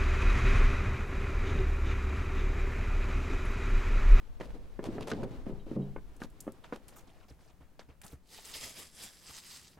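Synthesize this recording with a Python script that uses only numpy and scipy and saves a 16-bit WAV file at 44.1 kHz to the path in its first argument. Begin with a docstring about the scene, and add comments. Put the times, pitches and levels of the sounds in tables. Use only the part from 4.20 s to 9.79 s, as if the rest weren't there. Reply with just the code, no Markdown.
"""Fingers knock and rub on a small hand-held camera as a walker on a dirt trail shifts the grip.
Impacts and stick-slip friction excite the damped modes of its housing and mount; a plastic joint clacks.
Then soft steps thud on packed earth, and clothing and tall grass swish close by through friction.
Light wind rumbles on the microphone ports as turbulent pressure, over a very quiet open landscape.
A limiter holds down the hardest knocks."""
import sys
import numpy as np
from scipy import signal
from scipy.fft import rfft, irfft, next_fast_len
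from scipy.io import wavfile
from scipy.ndimage import uniform_filter1d, minimum_filter1d

SR = 44100
rng = np.random.default_rng(int(sys.argv[2]) if len(sys.argv) > 2 else 0)


def wav_record(signal):
    """Record a signal, one row per channel, as 16-bit PCM in the file named by sys.argv[1]."""
    frames = np.transpose(np.atleast_2d(signal))
    bounded = np.clip(frames, -1, 1)
    # unit amplitude maps onto the largest positive 16-bit level
    quanta = np.round(bounded * 32767).astype(np.int16)
    wavfile.write(sys.argv[1], SR, quanta)


N = 246519
T = np.arange(N) / SR

# Finger taps. Each row: start in seconds, peak in dB, contact cutoff in Hz, hand cavity note in Hz.
TAPS = [(.209, -26, 1310, 500), (.592, -26, 1020, 407), (0.687, -25, 390, 340), (.782, -27.5, 1050, 390),
        (0.919, -25, 1800, 453), (1.031, -25.5, 560, 400), (1.266, -29, 830, 286), (1.296, -30, 428, 300),
        (1.467, -35, 415, 440), (1.514, -26, 367, 351), (1.565, -19, 330, 557), (1.6, -27, 300, 400),
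        (1.762, -29, 1180, 426), (2.018, -29, 1280, 251), (2.045, -37.5, 700, 252),
        (2.268, -31.5, 755, 380), (2.278, -24.5, 950, 373), (2.525, -25.5, 1400, 521)]
# Modes of the housing. Each row: frequency in Hz, relative level in dB, 60 dB decay time in seconds.
HOUSING_MODES = [(237, -14.5, 0.13), (314, -0.5, 0.032), (400, -9.5, 0.028), (517, -1, 0.019),
                 (1040, -2.5, 0.0051)]
# Bending modes of the mount, with the same columns.
MOUNT_MODES = [(140.6, -0.5, 0.45), (196.4, -4, 0.49), (281.3, 1, 0.15), (404.6, -5.5, 0.31)]


def amp(db):
    """Amplitude ratio of a level in decibels."""
    return 10 ** (np.asarray(db) / 20)


def unit(x):
    """Normalisation to an rms of 1."""
    return x / np.sqrt(np.mean(x ** 2))


def add(out, start, sound):
    """Superposition of a sound from a start in seconds."""
    i = max(int(start * SR), 0)
    out[:, i:i + sound.shape[-1]] += sound[..., :max(N - i, 0)]


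def envelope(points):
    """Amplitude envelope through (seconds, dB) points, fading within 20 ms beyond the ends."""
    times, db = np.transpose(points)
    inside = np.clip(1 + np.minimum(T - times[0], times[-1] - T) / .02, 0, 1)
    return inside * amp(np.interp(T, times, db))


def press(t, length, rise_s, fall_s):
    """Contact pressure from t = 0: linear rise, hold, exponential release."""
    return np.clip(t / rise_s, 0, 1) * np.exp(-np.maximum(t - length, 0) / fall_s)


def colour(x, points, tilt_db=0):
    """Spectral shaping by (Hz, dB) points, with a tilt per octave about 1024 Hz."""
    size = next_fast_len(x.shape[-1])
    octave = np.log2(np.maximum(np.fft.rfftfreq(size, 1 / SR), 1))
    hz, db = np.transpose(points)
    gain = amp(np.interp(octave, np.log2(hz), db) + tilt_db * (octave - 10))
    return irfft(rfft(x, size) * gain, size)[..., :x.shape[-1]]


def soften(x, hz, order=2):
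    """Low-pass filtering, as by a soft contact."""
    return signal.sosfilt(signal.butter(order, hz, fs=SR, output="sos"), x)


def drift(rate):
    """Random fluctuation of rms 1, gliding to a new value `rate` times a second."""
    hold = int(SR / rate)
    stairs = np.repeat(rng.standard_normal(N // hold + 1), hold)
    return unit(uniform_filter1d(stairs, hold)[:N])


def flicker(x, depth_db, rate):
    """Independent amplitude modulation of bands about half an octave wide."""
    size = next_fast_len(N)
    centres = np.geomspace(300, 14000, 12)
    place = np.interp(np.fft.rfftfreq(size, 1 / SR), centres, np.arange(len(centres)))
    spectrum = rfft(x, size)
    weights = (np.maximum(1 - np.abs(place - k), 0) for k in range(len(centres)))
    return sum(irfft(spectrum * w, size)[:, :N] * amp(depth_db * drift(rate)) for w in weights)


def grit(size, spread_db, apart):
    """Friction noise: dense micro-slips of unequal strength, partly different at the two ports."""
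    strength = amp(spread_db * np.minimum(rng.exponential(size=size // 8 + 1), 6))
    mid, side = rng.standard_normal((2, size)) * np.repeat(strength, 8)[:size]
    return unit(np.array([mid + apart * side, mid - apart * side]))


def ring(modes):
    """Modal impulse response: a damped sinusoid for each (Hz, dB, 60 dB decay time in seconds)."""
    t = T[:SR // 2]
    return sum(amp(db) * np.sin(2 * np.pi * hz * t) * np.exp(-np.log(1000) * t / t60)
               for hz, db, t60 in modes)


def landscape(level_db=-65):
    """Far-off drone and leaf hiss form a diffuse field, coherent at the two ports in the bass."""
    # Each row: frequency in Hz, relative level in dB.
    spectrum = [(35, -72), (62, 4.5), (90, -7), (125, -4), (200, -5), (300, -11), (1500, -23.5),
                (4000, -32), (16000, -36.5)]
    mid, side = rng.standard_normal((2, N))
    side = 0.54 * (side - soften(side, 500, order=1))
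    return amp(level_db + drift(2.07)) * unit(colour(np.array([mid + side, mid - side]), spectrum))


def wind(gain_db=1, left_db=2.4):
    """Turbulence: eddies buffet each port with its own low-frequency pressure."""
    # Each row: time in seconds, gust level in dB.
    gusts = [(0, -45.5), (.2, -47), (.33, -40.5), (.55, -47), (1.2, -44), (1.8, -46.5), (2.3, -56.5),
             (5.59, -71)]
    # Each row: frequency in Hz, relative level in dB.
    spectrum = [(10, 5), (45, -1.5), (62, -6), (90, -14.5), (150, -26.5), (500, -85)]
    eddies = unit(colour(rng.standard_normal((2, N)), spectrum))
    return envelope(gusts) * eddies * amp(gain_db + np.array([[left_db], [-left_db]]))


def port_directivity(x):
    """Directivity: each port faces its own way and favours different frequencies."""
    # Each row: frequency in Hz, left minus right in dB.
    balance = [(150, -1.5), (1290, -4.5), (4400, -1), (8120, 3), (13000, 0)]
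    hz, db = np.transpose(balance)
    return np.array([colour(side, np.c_[hz, sign * db / 2]) for side, sign in zip(x, (1, -1))])


def reflections(x, echo_db=-9, decay_s=0.002, shifts_per_s=3, count=3):
    """Early echoes off body and ground interfere with the direct sound in a randomly shifting comb."""
    t = T[:SR // 10]
    responses = rng.standard_normal((count, len(t))) * np.exp(-t / decay_s)
    shares = np.array([drift(shifts_per_s) for _ in responses])
    shares /= np.linalg.norm(shares, axis=0)
    echoes = (signal.fftconvolve(x, r[None] / np.linalg.norm(r))[:, :N] for r in responses)
    return x + amp(echo_db) * sum(share * echo for share, echo in zip(shares, echoes))


def rustle(swish_db=-0.97, flap_db=-8, flap_db_per_s=-10):
    """Friction of fibres and grass blades follows the brushing force; the cloth flaps, fading as the camera
    moves away from the body."""
    # Each row: time in seconds, brushing strength in dB.
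    brushing = [(4.04, -80), (4.136, -52), (4.24, -57.5), (4.25, -50.5), (4.325, -52), (4.354, -42.5),
                (4.397, -50.5), (4.44, -42), (4.548, -54.5), (4.595, -44.5), (4.712, -64), (4.84, -44.5),
                (4.898, -56.5), (5.002, -61.5), (5.104, -51.5), (5.128, -54.5), (5.185, -48.5),
                (5.216, -58), (5.335, -50), (5.55, -69)]
    # Spectra of the swish and the flapping. Each row: frequency in Hz, relative level in dB.
    swish_spectrum = [(400, -32), (900, -7), (1780, -3), (4000, -2), (11000, -5.5), (12000, -8),
                      (13000, -11.5), (15800, -17)]
    cloth_spectrum = [(50, 1.5), (120, -3), (500, 0), (900, -8.5), (2000, -71)]
    # Resonances of the ports. Each row: frequency in Hz, bandwidth in Hz, gain in dB.
    port_modes = [(4920, 330, -7), (7600, 370, -2.5)]
    force = envelope(brushing)
    flapping = force * amp(flap_db + flap_db_per_s * np.maximum(T - brushing[0][0], 0))
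    fibres = colour(grit(N, spread_db=2.5, apart=0.33), swish_spectrum)
    fibres = flicker(fibres, depth_db=1.75, rate=60)
    fibres += sum(amp(db) * signal.lfilter(*signal.iirpeak(hz, hz / width, fs=SR), fibres)
                  for hz, width, db in port_modes)
    cloth = colour(grit(N, spread_db=1.5, apart=0.084), cloth_spectrum)
    return amp(swish_db) * force * unit(fibres) + flapping * unit(cloth)


def steps(sole_hz=480, heel_roll_s=0.0066, crunch_s=0.028, crunch_hz=2800):
    """Soft impacts excite damped modes of the soil; granular friction adds crunches and scuffs."""
    # Each row: start in seconds, thud peak in dB, crunch level in dB.
    footfalls = [(3.105, -46, -62), (3.403, -50, -57), (3.685, -47, -55.5), (3.927, -40.5, -60),
                 (5.089, -52.5, -54), (5.569, -54, -56)]
    # Each row: start in seconds, length in seconds, level in dB, cutoff in Hz. The first row, at 2.44 s, is a
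    # dry scrape on the camera rather than a scuff underfoot.
    scuffs = [(2.438, 0.015, -58, 4930), (2.68, 0.012, -60.5, 12000), (2.721, 0.018, -61.5, 5000),
              (2.759, 0.035, -59, 12600), (2.87, 0.035, -62.5, 4930), (2.932, .11, -65.5, 3900),
              (3.082, 0.015, -61.5, 8900), (3.189, 0.12, -68.5, 6500), (3.592, 0.0053, -51, 4400),
              (3.833, 0.018, -53.5, 11100), (3.867, 0.068, -61.5, 12900)]
    # Each row: frequency in Hz, relative level in dB, 60 dB decay time in seconds.
    soil_modes = [(70, -1.6, 0.14), (125, -0.62, 0.079), (278, 1, 0.044), (453, -0.21, 0.04)]
    # Each row: frequency in Hz, relative level in dB.
    dirt_spectrum = [(150, 0), (700, 1.5), (2000, -6.5), (4000, -10.5), (9000, -8), (15500, -9)]
    out, t = np.zeros((2, N)), T[:SR // 2]

    def dirt(cutoff_hz):
        """Friction noise of loose grains."""
        grains = colour(grit(len(t), spread_db=2.0, apart=0.36), dirt_spectrum)
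        return unit(soften(grains, cutoff_hz))

    rolling = 1 - np.exp(-t / heel_roll_s)
    for start, length, db, hz in scuffs:
        add(out, start, amp(db) * press(t, length, rise_s=0.0024, fall_s=0.019) * dirt(hz))
    for start, _, db in footfalls:
        add(out, start, amp(db) * rolling * np.exp(-t / crunch_s) * dirt(crunch_hz))
    out = flicker(out, depth_db=4, rate=130)  # grains of each size slip at their own moments
    thud = soften(ring(soil_modes) * rolling, sole_hz)
    for start, db, _ in footfalls:
        add(out, start, -amp(db) * thud / np.abs(thud).max())
    return out


def jingles(level_db=-68, ring_s=0.12, modes_hz=(2960, 3180, 3840)):
    """Free vibration of a small metal fitting: each jog shares its energy differently among the modes."""
    out = np.zeros((2, N))
    for start in (1.128, 1.398, 1.496, 1.62):
        add(out, start, ring([(hz, level_db + 2 * rng.standard_normal(), ring_s) for hz in modes_hz]))
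    return out


def ticks(snap_s=0.0039, tail_s=0.059, tail_db=-22):
    """Fittings, grit and dry stalks snap in band-limited transients with faint scattered tails."""
    # Each row: start in seconds, peak in dB, centre frequency in Hz.
    snaps = [(0.825, -37, 2800), (0.915, -31, 3450), (2.036, -47, 4400), (1.965, -51.5, 8100),
             (2.101, -56, 10000), (2.2044, -30.5, 9100), (2.32, -44.5, 9000), (2.444, -38.5, 1390),
             (2.682, -44, 9900), (3.23, -67, 3570), (3.816, -41.5, 9700), (3.815, -45.5, 1830),
             (3.865, -40.5, 7840), (3.879, -40.5, 5130), (4.186, -44.5, 680), (5.478, -46, 5160)]
    out, t = np.zeros((2, N)), T[:SR // 10]
    decay = np.exp(-t / snap_s) + amp(tail_db) * np.exp(-t / tail_s)
    for start, db, hz in snaps:
        snap = grit(len(t), spread_db=3.5, apart=0.37) * decay
        band = signal.iirpeak(hz, Q=1.1, fs=SR)
        tick = signal.lfilter(*band, signal.lfilter(*band, snap))
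        add(out, start, amp(db) * tick / np.abs(tick).max())
    return out


def scrapes(rise_s=0.00037, fall_s=0.0067):
    """Sliding friction of the fingers starts sharply, catches unevenly and trails off."""
    # Each row: start in seconds, length in seconds, level in dB, tilt in dB per octave.
    strokes = [(0.199, 0.02, -42.5, 0), (0.246, 0.02, -52.5, 2), (0.64, 0.027, -42, 2),
               (0.808, 0.016, -43.5, 1.5), (0.871, 0.033, -39, 2.5), (1.033, 0.0039, -39, 0.9),
               (2.002, 0.05, -55.5, 3.5), (2.523, 0.044, -50.5, 1.3)]
    # Each row: frequency in Hz, relative level in dB.
    spectrum = [(120, -13), (260, 7), (450, 5), (958, -5.5), (1630, -14), (3910, -20), (11500, -35.5),
                (15500, -49.5)]
    out, t = np.zeros((2, N)), T[:SR // 5]
    catching = amp(2.5 * drift(140))
    for start, length, db, tilt_db in strokes:
        friction = unit(colour(grit(len(t), spread_db=3.5, apart=0.26), spectrum, tilt_db))
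        add(out, start, amp(db) * press(t, length, rise_s, fall_s) * friction)
    return out * catching


def hand_cavity(x, width_hz=65):
    """Cavity resonance of the air under the cupped hand, gliding from one hold to the next."""
    times, _, _, hz = np.transpose(TAPS)
    carrier = np.exp(2j * np.pi * np.cumsum(np.interp(T, times, hz)) / SR)
    # shifting down, low-passing and shifting back makes a moving band-pass
    return unit((soften(x / carrier, width_hz / 2, order=1) * carrier).real)


def grip(rub_db=-4, mount_db=-6, housing_db=-4, cavity_db=-7, hiss_db=1, rise_s=0.0092, fall_s=0.064):
    """Stick-slip friction of skin drives mount, housing and hand cavity: a dull rumble and some hiss."""
    # Each row: start in seconds, length in seconds, rubbing level in dB, skin hiss level in dB.
    slides = [(0.205, 0.041, -50, -58.5), (0.333, 0.019, -49.5, -63), (0.621, 0.22, -43, -57),
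              (0.909, 0.11, -37, -58), (1.103, 0.064, -47.5, -59.5), (1.253, 0.05, -43, -63),
              (1.457, 0.066, -51.5, -62), (1.551, 0.028, -39.5, -80)]
    # Each row of both: frequency in Hz, relative level in dB.
    rub_spectrum = [(50, -36), (100, 3.5), (300, 3.5), (654, 0), (950, -10.5), (1430, -26.5), (3000, -32.5),
                    (5000, -79)]
    hiss_spectrum = [(590, -10), (1000, -10), (2100, -17), (4200, -22.5), (6000, -27.5), (15500, -40.5)]
    resting = press(T, 2.84, rise_s, fall_s)  # light contact until the hold is settled
    rubbing, hissing = amp(-65) * resting, amp(-68) * resting
    for start, length, db, skin_db in slides:
        pressure = press(T - start, length, rise_s, fall_s)
        rubbing = np.hypot(rubbing, amp(db) * pressure)
        hissing = np.hypot(hissing, amp(skin_db) * pressure)
    slips = colour(grit(N, spread_db=2.0, apart=0.37) * amp(drift(70)), rub_spectrum)
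    force = slips.mean(axis=0)
    mount = amp(mount_db) * unit(signal.fftconvolve(force, ring(MOUNT_MODES))[:N])
    housing = amp(housing_db) * unit(signal.fftconvolve(force, ring(HOUSING_MODES))[:N])
    rub = unit(slips) + mount + housing + amp(cavity_db) * hand_cavity(force)
    hiss = colour(grit(N, spread_db=2.0, apart=0.56), hiss_spectrum)
    hiss = unit(hiss * amp(1.9 * drift(35.08)))
    return amp(rub_db) * rubbing * rub + amp(hiss_db) * hissing * hiss


def clacks(off_note_db_per_octave=-12, rattle=0.13, rattle_s=0.0045):
    """Impact excitation: the mount's plastic joint snaps home, rattles and rings near a favoured note."""
    # Each row: start in seconds, peak in dB, favoured note in Hz.
    impacts = [(0.916, -25.5, 1400), (2.019, -31.5, 1700), (2.525, -33, 1190)]
    # Each row: frequency in Hz, relative level in dB, 60 dB decay time in seconds.
    joint_modes = [(1233, -1, 0.055), (1486, 4, 0.023), (1600, -2.5, 0.059), (2180, -8, 0.019)]
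    out, t = np.zeros((2, N)), T[:SR // 5]
    for start, db, note_hz in impacts:
        force = rattle * np.exp(-t / rattle_s) * grit(len(t), spread_db=8, apart=0.83)
        force[:, 0] += 1
        joint = ring([(hz, level + off_note_db_per_octave * abs(np.log2(hz / note_hz)), t60)
                      for hz, level, t60 in joint_modes])
        clack = signal.fftconvolve(force, joint[None])[:, :len(t)]
        add(out, start, amp(db) * clack / np.abs(clack).max())
    return out


def bumps(push_s=0.012):
    """Bending vibration: the palm leans into the mount, which booms on with a hollow note."""
    # Each row: start in seconds, peak in dB.
    pushes = [(1.299, -38), (1.561, -24)]
    out = np.zeros((2, N))
    boom = ring(MOUNT_MODES) * (1 - np.exp(-T[:SR // 2] / push_s))
    for start, db in pushes:
        add(out, start, amp(db) * boom / np.abs(boom).max())
    return out


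def knocks(chatter=0.038, chatter_s=0.016, crack_s=0.003, cavity_db=-3, cavity_s=0.036):
    """Each tap is an impulse that rings housing and hand cavity; the loose joint chatters just after."""
    out, t = np.zeros((2, N)), T[:SR // 2]
    # the small stiff shell gives no deep bass
    shell = signal.sosfilt(signal.butter(2, 140, "high", fs=SR, output="sos"), ring(HOUSING_MODES))
    # the dense upper modes of the plastic die at once and differ with every spot touched
    crack_band = signal.butter(3, [900, 2700], "band", fs=SR, output="sos")
    for start, db, contact_hz, cavity_hz in TAPS:
        crack = unit(signal.sosfilt(crack_band, rng.standard_normal(len(t)))) * np.exp(-t / crack_s)
        force = chatter * np.exp(-t / chatter_s) * grit(len(t), spread_db=-7.0, apart=0.17)
        force[:, 0] += 1  # the tap itself
        body = shell + crack + ring([(cavity_hz, cavity_db, cavity_s)])
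        knock = soften(signal.fftconvolve(force, body[None])[:, :len(t)], contact_hz)
        add(out, start, -amp(db) * knock / np.abs(knock).max())
    return out


def scene():
    """Superposition of handling, steps and rustle over wind and landscape."""
    handling = knocks() + bumps() + clacks() + grip() + scrapes() + ticks() + jingles()
    return handling + steps() + port_directivity(reflections(rustle())) + wind() + landscape()


def record(dry, ceiling_db=-24.5, release_s=0.033, top_hz=15900):
    """Peak limiting in the camera holds down the hardest knocks; a steep low-pass cuts the top."""
    excess = np.log(np.maximum(np.abs(dry).max(axis=0) / amp(ceiling_db), 1))
    reduction = np.maximum.accumulate(excess + T / release_s) - T / release_s
    gain = np.exp(uniform_filter1d(minimum_filter1d(-reduction, size=32), size=32))
    return signal.sosfilt(signal.ellip(10, .2, 70, top_hz, fs=SR, output="sos"), dry * gain)


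dry = scene()
out = record(dry)
wav_record(out)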